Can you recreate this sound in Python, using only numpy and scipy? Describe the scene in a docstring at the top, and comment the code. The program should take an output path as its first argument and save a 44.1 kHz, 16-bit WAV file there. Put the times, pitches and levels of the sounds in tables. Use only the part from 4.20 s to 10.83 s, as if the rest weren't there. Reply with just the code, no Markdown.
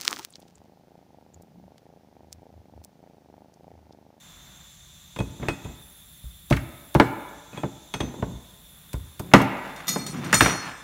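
"""A reverberant workshop. Air leaks from the hose fitting of a large fabric bag on the bench: a thin hiss
with a breathy whistle, brighter when a gloved hand cups it. A long steel spanner clicks on the nut,
knocks and drops on the bench, and rings; the bag rumbles and crinkles as it is dragged across the top.
One microphone, which overloads on the hardest blow."""
import sys
import numpy as np
from scipy import signal
from scipy.fft import rfft, irfft
from scipy.io import wavfile
from scipy.ndimage import map_coordinates

SR = 44100
rng = np.random.default_rng(int(sys.argv[2]) if len(sys.argv) > 2 else 0)


def master(y):
    """Save y as 16-bit WAV."""
    cut = np.clip(np.atleast_2d(y).T, -1, 1)
    pcm = np.round(cut * 32767)  # scale
    wavfile.write(sys.argv[1], SR, pcm.astype(np.int16))


N = 292383
TIME = np.arange(N) / SR
BANDS_HZ = 40 * 2 ** (np.arange(18) / 2)


def undb(db):
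    """Decibels to gain."""
    return 10 ** (np.asarray(db) / 20)


def unit(x):
    """Scale to rms 1."""
    return x / np.sqrt(np.mean(x ** 2))


def at_pitch(rows, hz):
    """A spectrum's columns, interpolated over log frequency."""
    row_hz, *columns = np.transpose(rows)
    return [np.interp(np.log(hz), np.log(row_hz), column) for column in columns]


def noise(hz, width_hz, order, count=N):
    """Band-passed white noise."""
    edges_hz = np.clip([hz - width_hz / 2, hz + width_hz / 2], 10, .49 * SR)
    bandpass = signal.butter(order, edges_hz, "band", fs=SR, output="sos")
    return signal.sosfilt(bandpass, rng.standard_normal(count))


def half_octave(hz, count=N):
    """Half an octave of noise, rms 1."""
    return unit(noise(hz, hz * np.log(2) / 2, order=3, count=count))


def walk(rate_hz, count=N):
    """Smooth random curve, spread near 1."""
    knots = rng.standard_normal(1024)
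    return np.interp(TIME[:count] * rate_hz, np.arange(len(knots)), knots)


def ramp(start_s, length_s):
    """Linear rise from 0 to 1."""
    return np.clip((TIME - start_s) / max(length_s, 1 / SR), 0, 1)


def fade(t60, count=SR):
    """Exponential decay, 60 dB in t60 seconds."""
    return np.exp(-np.log(1000) * TIME[:count] / max(t60, 1 / SR))


def ring(hz, t60):
    """One decaying mode, slightly detuned at random, in a 1 s buffer."""
    out = np.zeros(SR)
    count = int(np.clip(t60 * SR, 1, SR))
    detuned_hz = hz + 1.5 * rng.standard_normal()
    out[:count] = np.sin(2 * np.pi * detuned_hz * TIME[:count]) * fade(t60, count)
    return out


def add(track, start_s, sound):
    """Mix a sound into a track."""
    i = int(np.clip(start_s * SR, 0, N - 1))
    track[i:i + len(sound)] += sound[:N - i]


# hand over the fitting: close t/s, closing time/s, open t/s, opening time/s
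HAND_CUPS = [(1.52, 0.11, 3, 0.19), (4.08, 0.37, 4.5, 1.9)]
# gap resonances: f/Hz, width/Hz, open level/dB, cupped level/dB
GAP_MODES = [(3544, 300, -56, -54.5), (3950, 280, -68, -73), (5730, 140, -69.5, -72), (6140, 380, -65, -80),
             (6470, 73, -64, -69.5), (7230, 380, -60, -77), (7280, 190, -67, -63),
             (10790, 550, -65.5, -55.5), (14100, 600, -65, -56.5)]
# jet hiss per half octave: f/Hz, open level/dB, cupped level/dB
JET_SPECTRUM = [(700, -73, -76), (1400, -69.5, -67), (2630, -65.5, -65.5), (4000, -61.5, -60.5),
                (5110, -66.5, -67), (7070, -64, -63.5), (10200, -65.5, -58.5), (14470, -67, -55.5)]


def leak(flow_db=-1, sag_db_per_s=-.25, muffle_db=-2, flutter_db=1.3, wander=0.0035):
    """The jet hisses and excites the gap, fading as pressure falls; cupping favours the top treble."""
    cupped = sum(ramp(close_s, closing_s) * (1 - ramp(open_s, opening_s))
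                 for close_s, closing_s, open_s, opening_s in HAND_CUPS)
    whistle = np.zeros(N)
    for hz, width_hz, open_db, cupped_db in GAP_MODES:
        tone = unit(noise(hz, width_hz, order=2) + 0.18 * noise(hz, width_hz, order=1))
        whistle += tone * undb(open_db + cupped * (cupped_db - open_db) + flutter_db * walk(22.43))
    # pitch wanders with jet speed
    read_at = np.arange(N) + np.cumsum(wander * walk(2.1))
    whistle = map_coordinates(whistle, [read_at], order=3, mode="mirror")
    hiss = np.zeros(N)
    for hz in BANDS_HZ[BANDS_HZ > 600]:
        open_db, cupped_db = at_pitch(JET_SPECTRUM, hz)
        hiss += half_octave(hz) * undb(open_db + cupped * (cupped_db - open_db) + .7 * walk(29))
    return (whistle + hiss) * undb(flow_db + sag_db_per_s * TIME + muffle_db * cupped)


def near_walls(x, share=0.36, reach_s=.012, copies=12):
    """Bench top and back wall return early copies that ripple the spectrum."""
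    taps = np.zeros(SR // 20)
    lags = (rng.uniform(0.0011, reach_s, size=copies) * SR).astype(int)
    taps[lags] = share * rng.choice([-1, 1], size=copies) / np.sqrt(copies)
    taps[0] = 1
    return signal.fftconvolve(x, taps / np.sqrt(np.sum(taps ** 2)))[:N]


# background per half octave: f/Hz, level/dB
AIR_SPECTRUM = [(28, -72), (56, -61), (110, -67.5), (170, -60.5), (300, -100), (600, -77.5), (1200, -88),
                (3000, -86.5)]


def workshop_air():
    """Low, gently stirring background noise."""
    return sum(half_octave(hz) * undb(at_pitch(AIR_SPECTRUM, hz)[0] + 1.1 * walk(24))
               for hz in BANDS_HZ[BANDS_HZ < 3000])


# bag and hose shoved over the bench: t/s, length/s, rumble level/dB, crinkle level/dB
BAG_SHOVES = [(0, .42, -68.5, -62), (1.032, 0.12, -49.5, -70), (1.196, 0.064, -34.5, -49),
              (1.435, .06, -41, -68), (3.32, 0.072, -42.5, -47.5), (3.791, 0.097, -36, -51.5),
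              (3.955, 0.16, -39, -74), (4.495, 0.43, -72.5, -67), (5.02, 0.12, -42.5, -63),
              (5.248, 0.39, -56, -45), (5.668, 0.22, -37, -49), (5.917, 0.086, -34.5, -43),
              (6.011, 0.15, -35.5, -39), (6.219, 0.088, -32, -25.5), (6.411, 0.077, -44, -38.5)]


def shoving(attack_s=0.035, release_s=0.041, floor_rumble_db=-65.5, floor_crinkle_db=-73):
    """Gains: each shove speeds up, slides, dies away to a faint, steady background rumble and crackle."""
    rumble, crinkle = np.full(N, undb(floor_rumble_db)), np.full(N, undb(floor_crinkle_db))
    for start_s, length_s, rumble_db, crinkle_db in BAG_SHOVES:
        release = np.exp(-np.maximum(TIME - start_s - length_s, 0) / release_s)
        speed = ramp(start_s, attack_s) * release
        rumble += undb(rumble_db) * speed
        crinkle += undb(crinkle_db) * speed
    return rumble, crinkle


# cloth spectra per half octave: f/Hz, relative level/dB
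RUMBLE_SPECTRUM = [(40, -76), (90, -9), (160, 8.5), (290, 4), (450, -5), (900, -6), (2000, -66)]
CRINKLE_SPECTRUM = [(300, -15.5), (700, -1), (1400, 2.5), (2500, 0), (4500, -9.5), (9000, -20),
                    (15000, -18.5)]


def bag(snaps_per_s=7000, grain_db=4, catch_db=-0.5):
    """The taut fabric rumbles as it catches and slips; its folds crinkle in tiny snaps."""
    rumble_gain, crinkle_gain = shoving()
    snaps = (rng.random(N) < snaps_per_s / SR) * rng.standard_normal(N)
    snaps *= undb(grain_db * np.minimum(rng.exponential(size=N), 4))
    bins_hz = np.maximum(np.fft.rfftfreq(N, 1 / SR), 1)
    colour = undb(at_pitch(CRINKLE_SPECTRUM, bins_hz)[0]) / np.sqrt(np.maximum(bins_hz, 300))
    crinkle = unit(irfft(rfft(snaps) * colour, N))
    rumble = unit(sum(half_octave(hz) * undb(at_pitch(RUMBLE_SPECTRUM, hz)[0])
                      for hz in BANDS_HZ[BANDS_HZ < 2000]))
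    return (rumble * rumble_gain + crinkle * crinkle_gain) * undb(catch_db * walk(38))


# dense ringing of the bench top: f/Hz, level/dB, t60/s
TOP_RINGING = [(40, -10.5, 0.12), (80.4, -3, 0.45), (161.4, -1.5, 0.15), (290, -4.5, 0.19),
               (640, -0.5, 0.079), (1360, 1.5, 0.12), (2600, 2.5, 0.083), (4000, -2.5, 0.1),
               (7900, -7, 0.1), (14900, -11, .05)]
# its clearest modes: f/Hz, level/dB, t60/s
TOP_MODES = [(59.8, 3.5, 0.26), (122, 6.5, 0.16), (152.2, 3.5, 0.12), (196.4, -6.5, 0.2),
             (276.6, -5.5, 0.23), (336.5, -2, 0.091), (437, -6.5, 0.12), (589.5, -3, 0.068),
             (881.4, -2.5, 0.066), (1014, -7, 0.11), (1485, -6, 0.016), (2206, 2.5, 0.034)]
# blows: t/s, level/dB, relative bass/dB, relative crack/dB, relative tick/dB
BENCH_BLOWS = [(0.961,-31,-22,-5,-9), (0.987,-21,-12,-30,-14), (1.002,-20,-4.5,-15.5,-20),
               (1.196,-35.5,4,-16,-26), (1.228,-26.5,-17,-4,-29), (1.284,-17,-13.5,-3.5,-7.5),
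               (1.449,-30.5,-1,-16,-20), (1.479,-46,15,-27,-26), (2.038,-54,29,-32,-26),
               (2.308,-6.5,-3.5,-21.5,-18.5), (2.325,-26,-21,11.5,-1), (2.368,-37,-18,15.5,-2),
               (2.749,-6.5,-12,-14,-22), (2.798,-2,-30,-5,-20), (3.330,-35.5,-23.5,-15,-32),
               (3.374,-26.5,-15,-16,-38), (3.433,-16,-17,-15.5,-30), (3.739,-22.5,-12,-3.5,-4),
               (3.803,-19.5,-7,-7.5,-10), (3.828,-25.5,-10,-20,-26), (3.938,-30,-29,-19,-26),
               (4.024,-17.5,-10.5,-14.5,-30), (4.132,-41,13.5,-38,-24), (4.739,-29,8.5,-10.5,-33),
               (4.997,-25,-11,-16,-27), (5.115,-35.5,-14,2,-15), (5.136,3.5,-25,-0.5,-12.5),
               (5.202,-12,-27,-8,-44), (5.759,-17,-43,-11,-33), (6.128,-17,-19,14.5,-16),
               (6.138,-17,-6,6.5,-4), (6.207,-10.5,-15,11,-15), (6.220,-14,-10,-33,-18),
               (6.259,-15,-14,3.5,-12)]


def bench(dense_db=-14.5, modes_db=-8, travel_s=.0013, rise_s=0.0012, front_db=4, front_share=0.17):
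    """Each blow sends bending waves through the top: treble arrives first, bass later and stays longer."""
    out = np.zeros(N)
    carriers = [half_octave(hz) for hz in BANDS_HZ]
    count = SR // 3
    for start_s, blow_db, bass_db, crack_db, tick_db in BENCH_BLOWS:
        colour = [(75, bass_db), (190, 0), (750, 0.017), (1900, crack_db), (6000, tick_db)]
        for hz, carrier in zip(BANDS_HZ, carriers):
            band_db, t60 = at_pitch(TOP_RINGING, hz)
            slowness = np.sqrt(500 / hz)  # scales travel and rise; 1 at 500 Hz
            # strong, brief wavefront, then returns from the edges
            decay = undb(front_db) * fade(t60 * front_share, count) + fade(t60, count)
            envelope = decay * (1 - np.exp(-TIME[:count] / (rise_s * slowness)))
            offset = rng.integers(N - count)
            wave = carrier[offset:offset + count] * envelope
            wave *= np.sqrt(np.sum(envelope ** 2) / np.sum(wave ** 2))
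            gain = undb(blow_db + dense_db + band_db + at_pitch(colour, hz)[0])
            add(out, start_s + travel_s * slowness, gain * wave)
        for hz, mode_db, t60 in TOP_MODES:
            gain = undb(blow_db + modes_db + mode_db + at_pitch(colour, hz)[0]) * rng.choice([-1, 1])
            add(out, start_s + travel_s * np.sqrt(500 / hz), gain * ring(hz, t60))
    return out


def strike(modes, place, sustain, free_db, contact_db, contact_t60, pull_hz=30, waver_db=4):
    """Steel modes of one blow, weighted by the place of contact (0 jaw, 1 shank)."""
    out = np.zeros(SR)
    for hz, t60, jaw_db, shank_db in modes:
        # chatter at the contact pulls the mode off pitch and damps it
        contact = sum(ring(hz + pull_hz * pull, contact_t60 * np.sqrt(sustain))
                      for pull in rng.standard_normal(3)) / np.sqrt(3)
        # the free ring wavers as the spanner rocks
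        free = ring(hz, t60 * sustain) * undb(waver_db * walk(35, count=SR))
        gain = undb(jaw_db + place * (shank_db - jaw_db))
        out += gain * (undb(contact_db) * contact + undb(free_db) * free)
    return out


def tick(hz, width_hz, t60):
    """Brief crack of steel on steel."""
    count = SR // 4
    return unit(noise(hz, width_hz, order=1, count=count)) * fade(t60, count)


# gripped spanner modes: f/Hz, t60/s, jaw-struck level/dB, shank-struck level/dB
GRIPPED_MODES = [(2530,0.28,6,-13), (2840,0.21,-62.5,-22), (3340,0.16,-1.5,2.5), (3640,0.42,-15,-10),
                 (3650,0.059,-15,7.5), (6210,0.51,-27,6), (6400,0.11,-32,-12), (6630,0.24,-19,-16.5),
                 (8110,0.24,-19,-13.5), (8200,0.25,-12,-27), (8610,0.35,-16,-20.5)]
# jaws on the nut: t/s, ring level/dB, place/0-1, t60 factor, tick level/dB
NUT_CLICKS = [(0.961,-51,0.52,2.4,-65), (0.99,-41.5,0,0.58,-54), (1.003,-41,0.16,0.16,-55),
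              (1.232,-56,0.77,0.6,-58), (1.285,-37.5,0,0.68,-47), (1.447,-52,0.23,0.47,-51),
              (2.302,-49,0.97,0.18,-35.5), (2.366,-49,0.55,.2,-38), (2.744,-46,0.77,.15,-33.5),
              (3.331,-58,0,0.62,-58), (3.375,-45,0.3,1.24,-56), (3.739,-34,0.54,0.53,-45),
              (3.807,-36,0.74,0.65,-56), (4.731,-69,.6,.2,-33.5), (4.995,-63,0.67,.2,-33.5),
              (5.217,-45,0.69,.3,-32.5)]


def gripped_spanner():
    """The jaws click on the nut; the grip damps the ring."""
    out = np.zeros(N)
    for start_s, ring_db, place, sustain, tick_db in NUT_CLICKS:
        steel = strike(GRIPPED_MODES, place, sustain, free_db=-1.5, contact_db=-2.5, contact_t60=0.057)
        add(out, start_s, undb(ring_db) * steel)
        add(out, start_s, undb(tick_db) * tick(hz=6800, width_hz=18000, t60=0.045))
    return out


# free spanner modes: f/Hz, t60/s, jaw-struck level/dB, shank-struck level/dB
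LOOSE_MODES = [(1276,0.55,-11.5,-3), (2015,0.35,-6.5,-19), (2299,0.24,-40,-9), (2340,1,-17.5,-14),
               (3250,0.24,-30,-10), (3630,0.2,1,-14.5), (4320,1.0,-7.5,-11.5), (5090,0.94,-6,-23),
               (5250,0.9,-21,-10), (5810,0.83,-12,-2.5), (5857,0.86,-9,-18), (6100,0.72,-13,-10),
               (6760,0.65,-1.5,-15), (7010,0.31,-30,9), (8220,0.72,-13,-11), (8320,1,-17,-7.5),
               (9220,0.85,-33,-8), (9370,0.48,-10,-8), (10700,0.87,-33,-8), (10600,0.33,-30,-25),
               (11780,0.43,-22,-11), (11740,0.27,-12,-21), (13100,0.21,-3,-28), (14620,.25,-30,-24),
               (15683,.35,-32,-24)]
# clinks on the fitting: t/s, ring level/dB, place/0-1, t60 factor, tick level/dB
LOOSE_CLINKS = [(5.562,-51,0.26,0.38,-62), (5.67,-44.5,0.069,0.44,-57), (5.681,-31.5,0,.4,-29),
                (5.69,-28,0.25,0.77,-32), (5.785,-46,0.34,1,-49), (5.865,-38.5,0.71,0.7,-38),
                (6.045,-46,0.52,0.96,-51), (6.128,-31,0.89,0.12,-26), (6.143,-21,0.7,1,-37),
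                (6.208,-25,0.43,0.81,-26)]


def loose_spanner():
    """Lying loose against the fitting, the steel rings long and bright."""
    out = np.zeros(N)
    for start_s, ring_db, place, sustain, tick_db in LOOSE_CLINKS:
        steel = strike(LOOSE_MODES, place, sustain, free_db=-2, contact_db=-2, contact_t60=0.52)
        add(out, start_s, undb(ring_db) * steel)
        add(out, start_s, undb(tick_db) * tick(hz=5400, width_hz=5300, t60=0.2))
    return out


# room reverberation: f/Hz, level/dB, t60/s
ROOM_DECAY = [(50, -28, 0.42), (151, -12, 0.55), (405, -14.5, 1.1), (1000, -12, 1.32), (2020, -14, 1.34),
              (4000, -13, 0.47), (8000, -6.5, 0.25), (15460, -8, 0.29)]


def workshop_echo(x, build_s=0.011):
    """Diffuse echo that builds up and lingers in the midrange."""
    count = 2 * SR
    build_up = 1 - np.exp(-(TIME[:count] / build_s) ** 2)
    response = np.zeros(count)
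    for hz in BANDS_HZ:
        db, t60 = at_pitch(ROOM_DECAY, hz)
        tail = half_octave(hz, count) * fade(t60, count) * build_up
        band_share = hz * np.log(2) / SR
        response += undb(db) * tail * np.sqrt(band_share / np.sum(tail ** 2))
    return signal.fftconvolve(x, response)[:N]


def scene(steel_echo_db=-4):
    """Bench, bag and spanner over the steady leak; the steel stirs the room less than bench and bag."""
    bench_and_bag = bench() + bag()
    steel = gripped_spanner() + loose_spanner()
    echo = workshop_echo(bench_and_bag + undb(steel_echo_db) * steel)
    return (bench_and_bag + steel + echo + near_walls(leak()) + workshop_air())[None]


def record(dry):
    """Microphone: 33 Hz high-pass, clipping at full scale, steep 15750 Hz low-pass."""
    highpass = signal.butter(3, 33, "high", fs=SR, output="sos")
    lowpass = signal.ellip(8, .2, 70, 15750, fs=SR, output="sos")
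    clipped = np.clip(signal.sosfilt(highpass, dry), -1, 1)
    return signal.sosfilt(lowpass, clipped)


dry = scene()
out = record(dry)
master(out)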